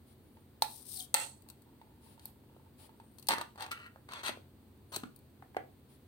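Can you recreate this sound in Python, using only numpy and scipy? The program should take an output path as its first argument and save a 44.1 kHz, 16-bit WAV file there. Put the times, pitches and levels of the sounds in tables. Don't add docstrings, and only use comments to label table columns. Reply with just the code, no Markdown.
import sys
import numpy as np
from scipy import signal
from scipy.fft import rfft, irfft
from scipy.io import wavfile
from scipy.ndimage import uniform_filter1d

SR = 44100
rng = np.random.default_rng(int(sys.argv[2]) if len(sys.argv) > 2 else 0)


def output_pcm(signal):
    pcm = np.clip(np.atleast_2d(signal).T, -1, 1) * 32767
    wavfile.write(sys.argv[1], SR, np.round(pcm).astype(np.int16))


N = 267687
RING_T = np.arange(4096) / SR
BLOW_S = .006
TOP_HZ = 16050

# start in seconds, shell level in dB, lid ring in dB over the shell,
# treble tilt in dB per octave, lid pitch in Hz, tab ring in Hz, tab ring in dB over the shell.
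LID_POPS = [ (.6216, -26, 3.5, 0, 872, 4250, 0), (1.142, -11.5, -14, -2, 806, 8230, 4),
            (1.1463, -16.5, -1.5, -7.5, 853, 8670, -3.5), (2.2555, -44, -13.5, 8, 890, 13000, 2.5),
            (3.286, -25, -30, 1, 870, 4710, -4), (3.289, -29, 3, -5, 866, 9800, -0.5), ]
# start, moment the score gives way, length of the run and end in seconds,
# run level in dB, lid ring in dB over the shell, treble tilt in dB per octave, factor on lid pitch.
LID_PULLS = [ (3.293, 3.303, 0.029, 3.425, -34, 0.5, -10, 1.03),
             (3.577, 3.622, 0.018, 3.70, -46, 1, -11, .97), (3.71, 3.711, .012, 3.88, -44, 2.5, -6.5, 1.58),
             (4.086, 4.12, 0.089, 4.226, -52, 1.5, -11.5, 1.28),
             (4.23, 4.263, 0.028, 4.335, -36.5, -7, -9, 1.22),
             (4.919, 4.938, 0.03, 4.966, -46, -3.5, -4.5, 0.88), ]
# start in seconds, level in dB.
SCORE_SNAPS = [(3.3179, -39), (3.3356, -39.5), (3.3427, -49), (3.383, -41.5), (3.4123, -39), (3.558, -63),
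               (3.577, -59), (3.598, -56), (3.6066, -44), (3.623, -41), (3.663, -49), (3.7147, -42.5),
               (3.863, -62.5), (4.089, -53), (4.1205, -50), (4.135, -43.5), (4.234, -49), (4.9615, -32.5)]
# start in seconds, level in dB, factor on the pitch.
TIN_THUDS = [(1.144, -24.5, 0.75), (2.565, -55, 0.45), (3.96, -51.5, 0.75), (4.291, -35.5, 0.79),
             (4.373, -51.5, 0.65), (4.921, -48, .52), (4.968, -46, 0.46), (5.0344, -38.5, .33),
             (5.036, -44.5, 1.65), (5.424, -49, 0.92), (5.546, -52, 1.1), (5.567, -29, 1.03)]
# start, peak and end in seconds, peak level in dB.
AIR_PUFFS = [(0.61, 0.728, .90, -51.5), (0.851, .96, 1.08, -43)]
# start and end in seconds, first pitch, last pitch and width in Hz, level in dB.
SLIT_WHISTLES = [(.955, .988, 5290, 3710, 610, -51), (.992, 1.012, 4900, 2930, 249.3, -44.5)]
HEADSPACE_HUM = [(.90, 1.09, 809.4, 700, 50.22, -69)]
STEEL_SQUEALS = [(.2, .36, 9300, 10400, 200, -82), (.32, .45, 10400, 8600, 200, -82),
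                 (2.93, 3.16, 8600, 8800, 180, -77), (3.14, 3.28, 9100, 10300, 180, -75),
                 (3.08, 3.28, 11900, 13300, 180, -73), (4.11, 4.22, 3500, 3400, 350, -56),
                 (4.248, 4.276, 4000, 4350, 250, -46), (4.88, 4.96, 9500, 9300, 500, -70),
                 (4.935, 4.972, 4200, 4050, 500, -45)]
# start in seconds, level in dB, treble tilt in dB per octave.
TAB_TICKS = [(1.421, -61, 12.5), (1.487, -52.5, 1), (1.5, -47.5, 3), (1.62, -62, 9.5), (2.195, -57.5, -5.5),
             (3.185, -52, 0), (3.196, -53.5, 11), (3.226, -53, -0.5), (3.2702, -44.5, 1.5),
             (5.1615, -54.5, 19), (5.19, -63, 12)]
# start in seconds, level in dB.
FINGER_NUDGES = [(0.37, -59), (1.815, -53), (2.178, -58.5), (2.893, -57), (3.0, -51.5)]
# start and end in seconds, level in dB before the trim.
GRIP_SLIDES = [(0.055, 0.153, -61), (1.993, 2.18, -57.5), (2.195, 2.323, -57.5), (2.767, 2.893, -52.5),
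               (5.874, 5.983, -61)]

# factor on its pitch, level in dB, seconds to fall 60 dB.
TAUT_LID_MODES = [ (1, 0, .04), (1.3, -25, .035), (1.55, -23.5, .035), (1.94, -20.5, .03), (3.1, -20, .035),
                  ]
# frequency in Hz, level in dB, seconds to fall 60 dB.
TORN_LID_MODES = [(300, -19, .04), (420, -14, .025), (560, -8, .02), (760, -4, .025), (885, 0, .035),
                  (1030, -5, .03), (1175, -2, .035), (1440, -6, .035), (1700, -7, .03), (1890, -9, .03),
                  (2600, -13, .02)]
FULL_TIN_MODES = [(338, -15.5, .04), (480, -10, .02), (750, -2.5, 0.036), (860, -3, 0.035),
                  (1150, -10.5, 0.0091), (1440, -9, .02), (1620, -11, .015), (1898, -7.5, 0.019),
                  (2270, -11.5, 0.01), (2890, -20.5, 0.016)]
# frequency in Hz, level in dB.
WALL_MODES = [(2540, -12), (2720, -9), (3870, -7), (4175, -2.5), (4370, 0), (4660, -2), (5380, -12),
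              (7960, -5), (8420, -8), (8820, -6), (9070, -6)]
# frequency in Hz, relative spectral density in dB.
SHELL_SPECTRUM = [(300, -24), (900, -16.5), (2000, -9.5), (2700, -12.5), (3250, -4), (4350, -1.5),
                  (5100, -11.5), (6200, -2.5), (7200, -10), (8100, 1.5), (9400, 1), (11000, -4.5),
                  (12300, -7), (13400, 2.5), (16000, -5)]
CLUNK_SPECTRUM = [(150, -17.5), (420, 2), (560, -9.5), (820, 5.5), (1200, -7), (1650, -4), (2500, -15),
                  (3600, -29.5), (6000, -43)]
HISS_SPECTRUM = [(500, -31.5), (2500, -21), (3800, -4.5), (5500, -4), (7200, -10), (8800, 6), (11500, -4),
                 (13800, -0.5), (16000, -6)]
SKIN_SPECTRUM = [(500, 6.5), (1600, -6), (3300, -1), (4500, -0.5), (6500, -12), (9500, 4.5), (12500, -7),
                 (16000, -2.5)]
ROOM_TONE_SPECTRUM = [(25, -19.5), (50, -11), (90, 0.5), (160, -12.5), (230, -4.5), (400, -12), (630, -21),
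                      (900, -22.5), (1300, -27.5), (2500, -32), (4500, -32), (5300, -40.5), (7200, -40.5),
                      (8500, -33), (12000, -39), (13500, -31)]

# frequency in Hz, width in Hz, level in dB.
ROOM_HUM = [(90.1, 74, -75.5), (134.1, 11, -69.5), (214.5, 31, -76)]
# frequency in Hz, left minus right in dB.
MIC_BALANCE = [(300, 4), (850, -3), (1500, 2.5), (2700, 4), (4500, 3.5), (8500, 8.5), (14000, 7.5)]
# frequency in Hz, seconds to fall 60 dB.
ECHO_T60 = [(150, 0.31), (700, 0.29), (2000, 0.21), (4500, 0.3), (9000, 0.33), (16000, .24)]
# frequency in Hz, gain in dB.
ECHO_COLOUR = [(100, 4), (700, -2.5), (2500, 3), (4500, -6.5), (9000, -9), (12000, -6), (16000, -10.5)]


def pops(tab_width_hz=1100, snap_t60=.011):
    out = np.zeros((2, N))
    for start, db, lid_db, tilt_db, lid_hz, tab_hz, tab_db in LID_POPS:
        drum = amp(lid_db) * low_cut(ring(TAUT_LID_MODES, lid_hz, scatter_db=1), hz=560, order=3)
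        tab = np.array([fuzzy_tone(np.full(len(RING_T), tab_hz), tab_width_hz) for side in range(2)])
        tab = per_blow(tab * amp(-60 * RING_T / snap_t60))
        steel = shell(tilt_db, snap_t60) + amp(tab_db) * tab
        add(out, start, amp(db) * (steel * amp([[-3], [2]]) + drum * amp([[-5], [1.5]])))
    return out


def pulls(slips_per_s=600, spread_db=4.5):
    out = np.zeros((2, N))
    for start, gives_way, run_s, end, db, lid_db, tilt_db, pitch in LID_PULLS:
        size = round((end - start) * SR)
        count = int(slips_per_s * size / SR) + 3
        spot, jitter, chance = rng.random((count, 3)).T
        force = amp(-spread_db * np.log(chance + .037))
        force /= np.sqrt(uniform_filter1d(force ** 2, size=12) * slips_per_s * BLOW_S)
        onsets = ((np.arange(count) + jitter) * size / count).astype(int)
        slips = np.zeros((3, size))
        slips[(spot * len(slips)).astype(int), onsets] = force
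        tear_db = tearing_db(start + np.arange(size) / SR, gives_way, run_s)
        for train in slips:
            flex = rng.uniform(.97, 1.03)
            shell_drive = train * amp(db + tear_db)
            lid_drive = train * lid_gain(db + lid_db, tear_db)
            add(out, start, signal.fftconvolve(shell_drive[None], shell(tilt_db), axes=1))
            add(out, start, signal.fftconvolve(lid_drive, ring(TORN_LID_MODES, pitch * flex)))
    return out


def tearing_db(t, gives_way, run_s, swell_db_per_s=345, stall_db_per_s=1200):
    creep_db, creep_fade_db_per_s = -20.5, 38
    before = np.maximum(gives_way - t, 0)
    after = np.maximum(t - gives_way - run_s, 0)
    run_db = -swell_db_per_s * before - stall_db_per_s * after
    return np.maximum(run_db, creep_db - creep_fade_db_per_s * after)


def lid_gain(run_ring_db, tear_db, follow=.55):
    return amp(run_ring_db + follow * tear_db)


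def snaps(brighter_db_per_octave=3.5):
    out = np.zeros((2, N))
    for start, db in SCORE_SNAPS:
        pull = next((row for row in LID_PULLS if start < row[3]), LID_PULLS[-1])
        *_, run_db, lid_db, tilt_db, pitch = pull
        lid = lid_gain(run_db + lid_db, db - run_db) * ring(TORN_LID_MODES, pitch)
        add(out, start, amp(db) * shell(tilt_db + brighter_db_per_octave) + lid)
    return out


def shell(tilt_db, snap_t60=.014, ring_t60=.12, ring_db=-19, wall_t60=.04, wall_db=-6.5, rise_s=.0005):
    tilt_db = np.clip(tilt_db, -12, 8)
    fade = amp(-60 * RING_T / snap_t60) + amp(ring_db - 60 * RING_T / ring_t60)
    dense = per_blow(noise(len(RING_T), SHELL_SPECTRUM, tilt_db, mono_hz=2850) * fade)
    modes = [(hz, db + tilt_db * np.log2(hz / 6000), wall_t60) for hz, db in WALL_MODES]
    strain = 1 + .006 * rng.standard_normal()
    clear = np.array([ring(modes, strain, scatter_db=3) for side in range(2)])
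    growth = 1 - np.exp(-RING_T / rise_s)
    return per_blow((dense + amp(wall_db) * clear) * growth)


def thuds(clunk_db=-2, clunk_t60=.024, modes_db=-3, contact_db=-24):
    out = np.zeros((2, N))
    for start, db, pitch in TIN_THUDS:
        dense = noise(len(RING_T), [(hz * pitch, level) for hz, level in CLUNK_SPECTRUM], mono_hz=3010)
        clunk = amp(clunk_db) * per_blow(dense * amp(-60 * RING_T / clunk_t60))
        modes = amp(modes_db) * ring(FULL_TIN_MODES, pitch, scatter_db=1)
        contact = amp(contact_db) * shell(tilt_db=-6)
        add(out, start, amp(db) * (clunk + modes + contact))
    return out


def air(sputter_db=2, edge_db=-17, close_s=.04):
    t, flow = np.arange(N) / SR, np.zeros(N)
    for start, peak, end, db in AIR_PUFFS:
        off_peak = np.interp(t, [start, peak, end], [-1, 0, 1])
        gate = (t > start) * np.clip((end - t) / close_s, 0, 1)
        flow += amp(db + edge_db * off_peak ** 2) * gate
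    sputter = evened(uniform_filter1d(rng.standard_normal(N), size=130))
    hiss = noise(N, HISS_SPECTRUM) * flow * amp(sputter_db * sputter) * amp([[0], [-3]])
    return hiss + glides(SLIT_WHISTLES, octave_db=-3) + glides(HEADSPACE_HUM, octave_db=-15.5)


def squeals():
    return glides(STEEL_SQUEALS, octave_db=-22)


def ticks(lid_db=-17):
    out = np.zeros((2, N))
    for start, db, tilt_db in TAB_TICKS:
        add(out, start, amp(db) * (shell(tilt_db) + amp(lid_db) * ring(TORN_LID_MODES, pitch=.91)))
    return out


def fingering(start=1.45, end=3.05, taps_per_s=40, tap_db=-70, spread_db=2, lid_hz=900, contact_db=-12):
    out = np.zeros((2, N))
    for when, chance in rng.random((int(taps_per_s * (end - start)), 2)):
        force = amp(tap_db - spread_db * np.log(chance + .07))
        add(out, start + when * (end - start), force * ring(TAUT_LID_MODES, lid_hz))
    for onset, db in FINGER_NUDGES:
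        add(out, onset, amp(db) * (ring(TAUT_LID_MODES, lid_hz) + amp(contact_db) * shell(tilt_db=-16)))
    return out


def slides(trim_db=-7):
    out = np.zeros((2, N))
    for start, end, db in GRIP_SLIDES:
        size = round((end - start) * SR)
        add(out, start, amp(db + trim_db) * noise(size, SKIN_SPECTRUM) * signal.windows.tukey(size, .6))
    return out


def direct(x, left_lead_samples=9):
    pan_db = curve_at(MIC_BALANCE, np.fft.rfftfreq(N, 1 / SR))
    sides = amp(np.array([pan_db, -pan_db]) / 2)
    left, right = irfft(rfft(x) * sides / np.sqrt((sides ** 2).mean(0)), N)
    return np.array([np.roll(left, -left_lead_samples), right])


def room_echo(x, wet_db=-8, build_s=.0093, reflections_per_s=4000):
    size = SR * 2 // 3
    taps = rng.standard_normal((2, size)) * (rng.random((2, size)) < reflections_per_s / SR)
    taps *= 1 - np.exp(-(np.arange(size) / SR / build_s) ** 2)
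    hz, t, bands = signal.stft(taps, SR, nperseg=256)
    bands *= amp(-60 * t / curve_at(ECHO_T60, hz)[:, None])
    _, plain = signal.istft(bands, SR, nperseg=256)
    _, coloured = signal.istft(bands * amp(curve_at(ECHO_COLOUR, hz))[:, None], SR, nperseg=256)
    tail = coloured / np.linalg.norm(plain[0])
    return amp(wet_db) * signal.fftconvolve(x, tail, axes=1)[:, :N]


def room_tone(floor_db=-60.5):
    hum = sum(amp(db) * fuzzy_tone(np.full(N, hz), width) for hz, width, db in ROOM_HUM)
    floor = amp(floor_db) * noise(N, ROOM_TONE_SPECTRUM, mono_hz=886)
    return low_cut(floor + hum, hz=42.6, order=5)


def ring(modes, pitch, scatter_db=4.5):
    hz, db, t60 = np.transpose(modes)[:, :, None]
    weight_db = scatter_db * rng.standard_normal(hz.shape)
    sign = rng.choice([-1, 1], hz.shape)
    fade = amp(db + weight_db - 60 * RING_T / t60)
    return per_blow((sign * fade * np.sin(2 * np.pi * hz * pitch * RING_T)).sum(0))


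def glides(rows, octave_db):
    out = np.zeros((2, N))
    for start, end, first_hz, last_hz, width, db in rows:
        hz = np.geomspace(first_hz, last_hz, round((end - start) * SR))
        octave = amp(octave_db) * fuzzy_tone(2 * hz, 2 * width) * (2 * hz < TOP_HZ)
        add(out, start, amp(db) * (fuzzy_tone(hz, width) + octave) * signal.windows.tukey(len(hz), .5))
    return out


def fuzzy_tone(hz, width_hz):
    pole = np.exp(-np.pi * width_hz / SR)
    white = [1, 1j] @ rng.standard_normal((2, len(hz)))
    drift = signal.lfilter([1], [1, -2 * pole, pole * pole], white)
    return evened((drift * np.exp(2j * np.pi * np.cumsum(hz) / SR)).real)


def noise(size, spectrum, tilt_db=0, mono_hz=300):
    hz = np.fft.rfftfreq(size, 1 / SR)
    left, other = rfft(rng.standard_normal((2, size)))
    shared = .95 / (1 + (hz / mono_hz) ** 2)
    right = shared * left + np.sqrt(1 - shared ** 2) * other
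    colour = amp(curve_at(spectrum, hz) + tilt_db * np.log2(np.maximum(hz, 2000) / 6000))
    return evened(irfft(np.array([left, right]) * colour * (hz < TOP_HZ), size))


def amp(db):
    return 10 ** (np.asarray(db) / 20)


def evened(x):
    return x / np.sqrt(np.mean(x ** 2) + 1e-30)


def per_blow(x):
    return evened(x) * np.sqrt(BLOW_S * SR / x.shape[-1])


def curve_at(points, hz):
    table_hz, value = np.transpose(points)
    return np.interp(np.log(hz + 1), np.log(table_hz + 1), value)


def add(mix, start, sound):
    part = mix[:, round(start * SR):][:, :sound.shape[-1]]
    part += sound[..., :part.shape[1]]


def low_cut(x, hz, order):
    return signal.sosfilt(signal.butter(order, hz, "highpass", fs=SR, output="sos"), x)


def scene():
    tin = pops() + ticks() + pulls() + snaps() + thuds() + fingering() + air() + slides() + squeals()
    tin = low_cut(tin, hz=170, order=2)
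    return direct(tin) + room_echo(tin) + room_tone()


def record(dry, limit_db=-19, recovery_db_per_s=160):
    power_db = 10 * np.log10(abs(uniform_filter1d((dry ** 2).mean(0), size=180)) + 1e-12)
    fall_db = np.arange(N) * recovery_db_per_s / SR
    held_db = np.maximum.accumulate(power_db + fall_db) - fall_db
    over_db = np.maximum(held_db - limit_db, 0)
    ducked = dry / amp(uniform_filter1d(over_db, size=60))
    low_pass = signal.firwin(401, TOP_HZ, window=("kaiser", 9), fs=SR)
    return signal.oaconvolve(ducked, low_pass[None], "same", axes=1)


dry = scene()
out = record(dry)
output_pcm(out)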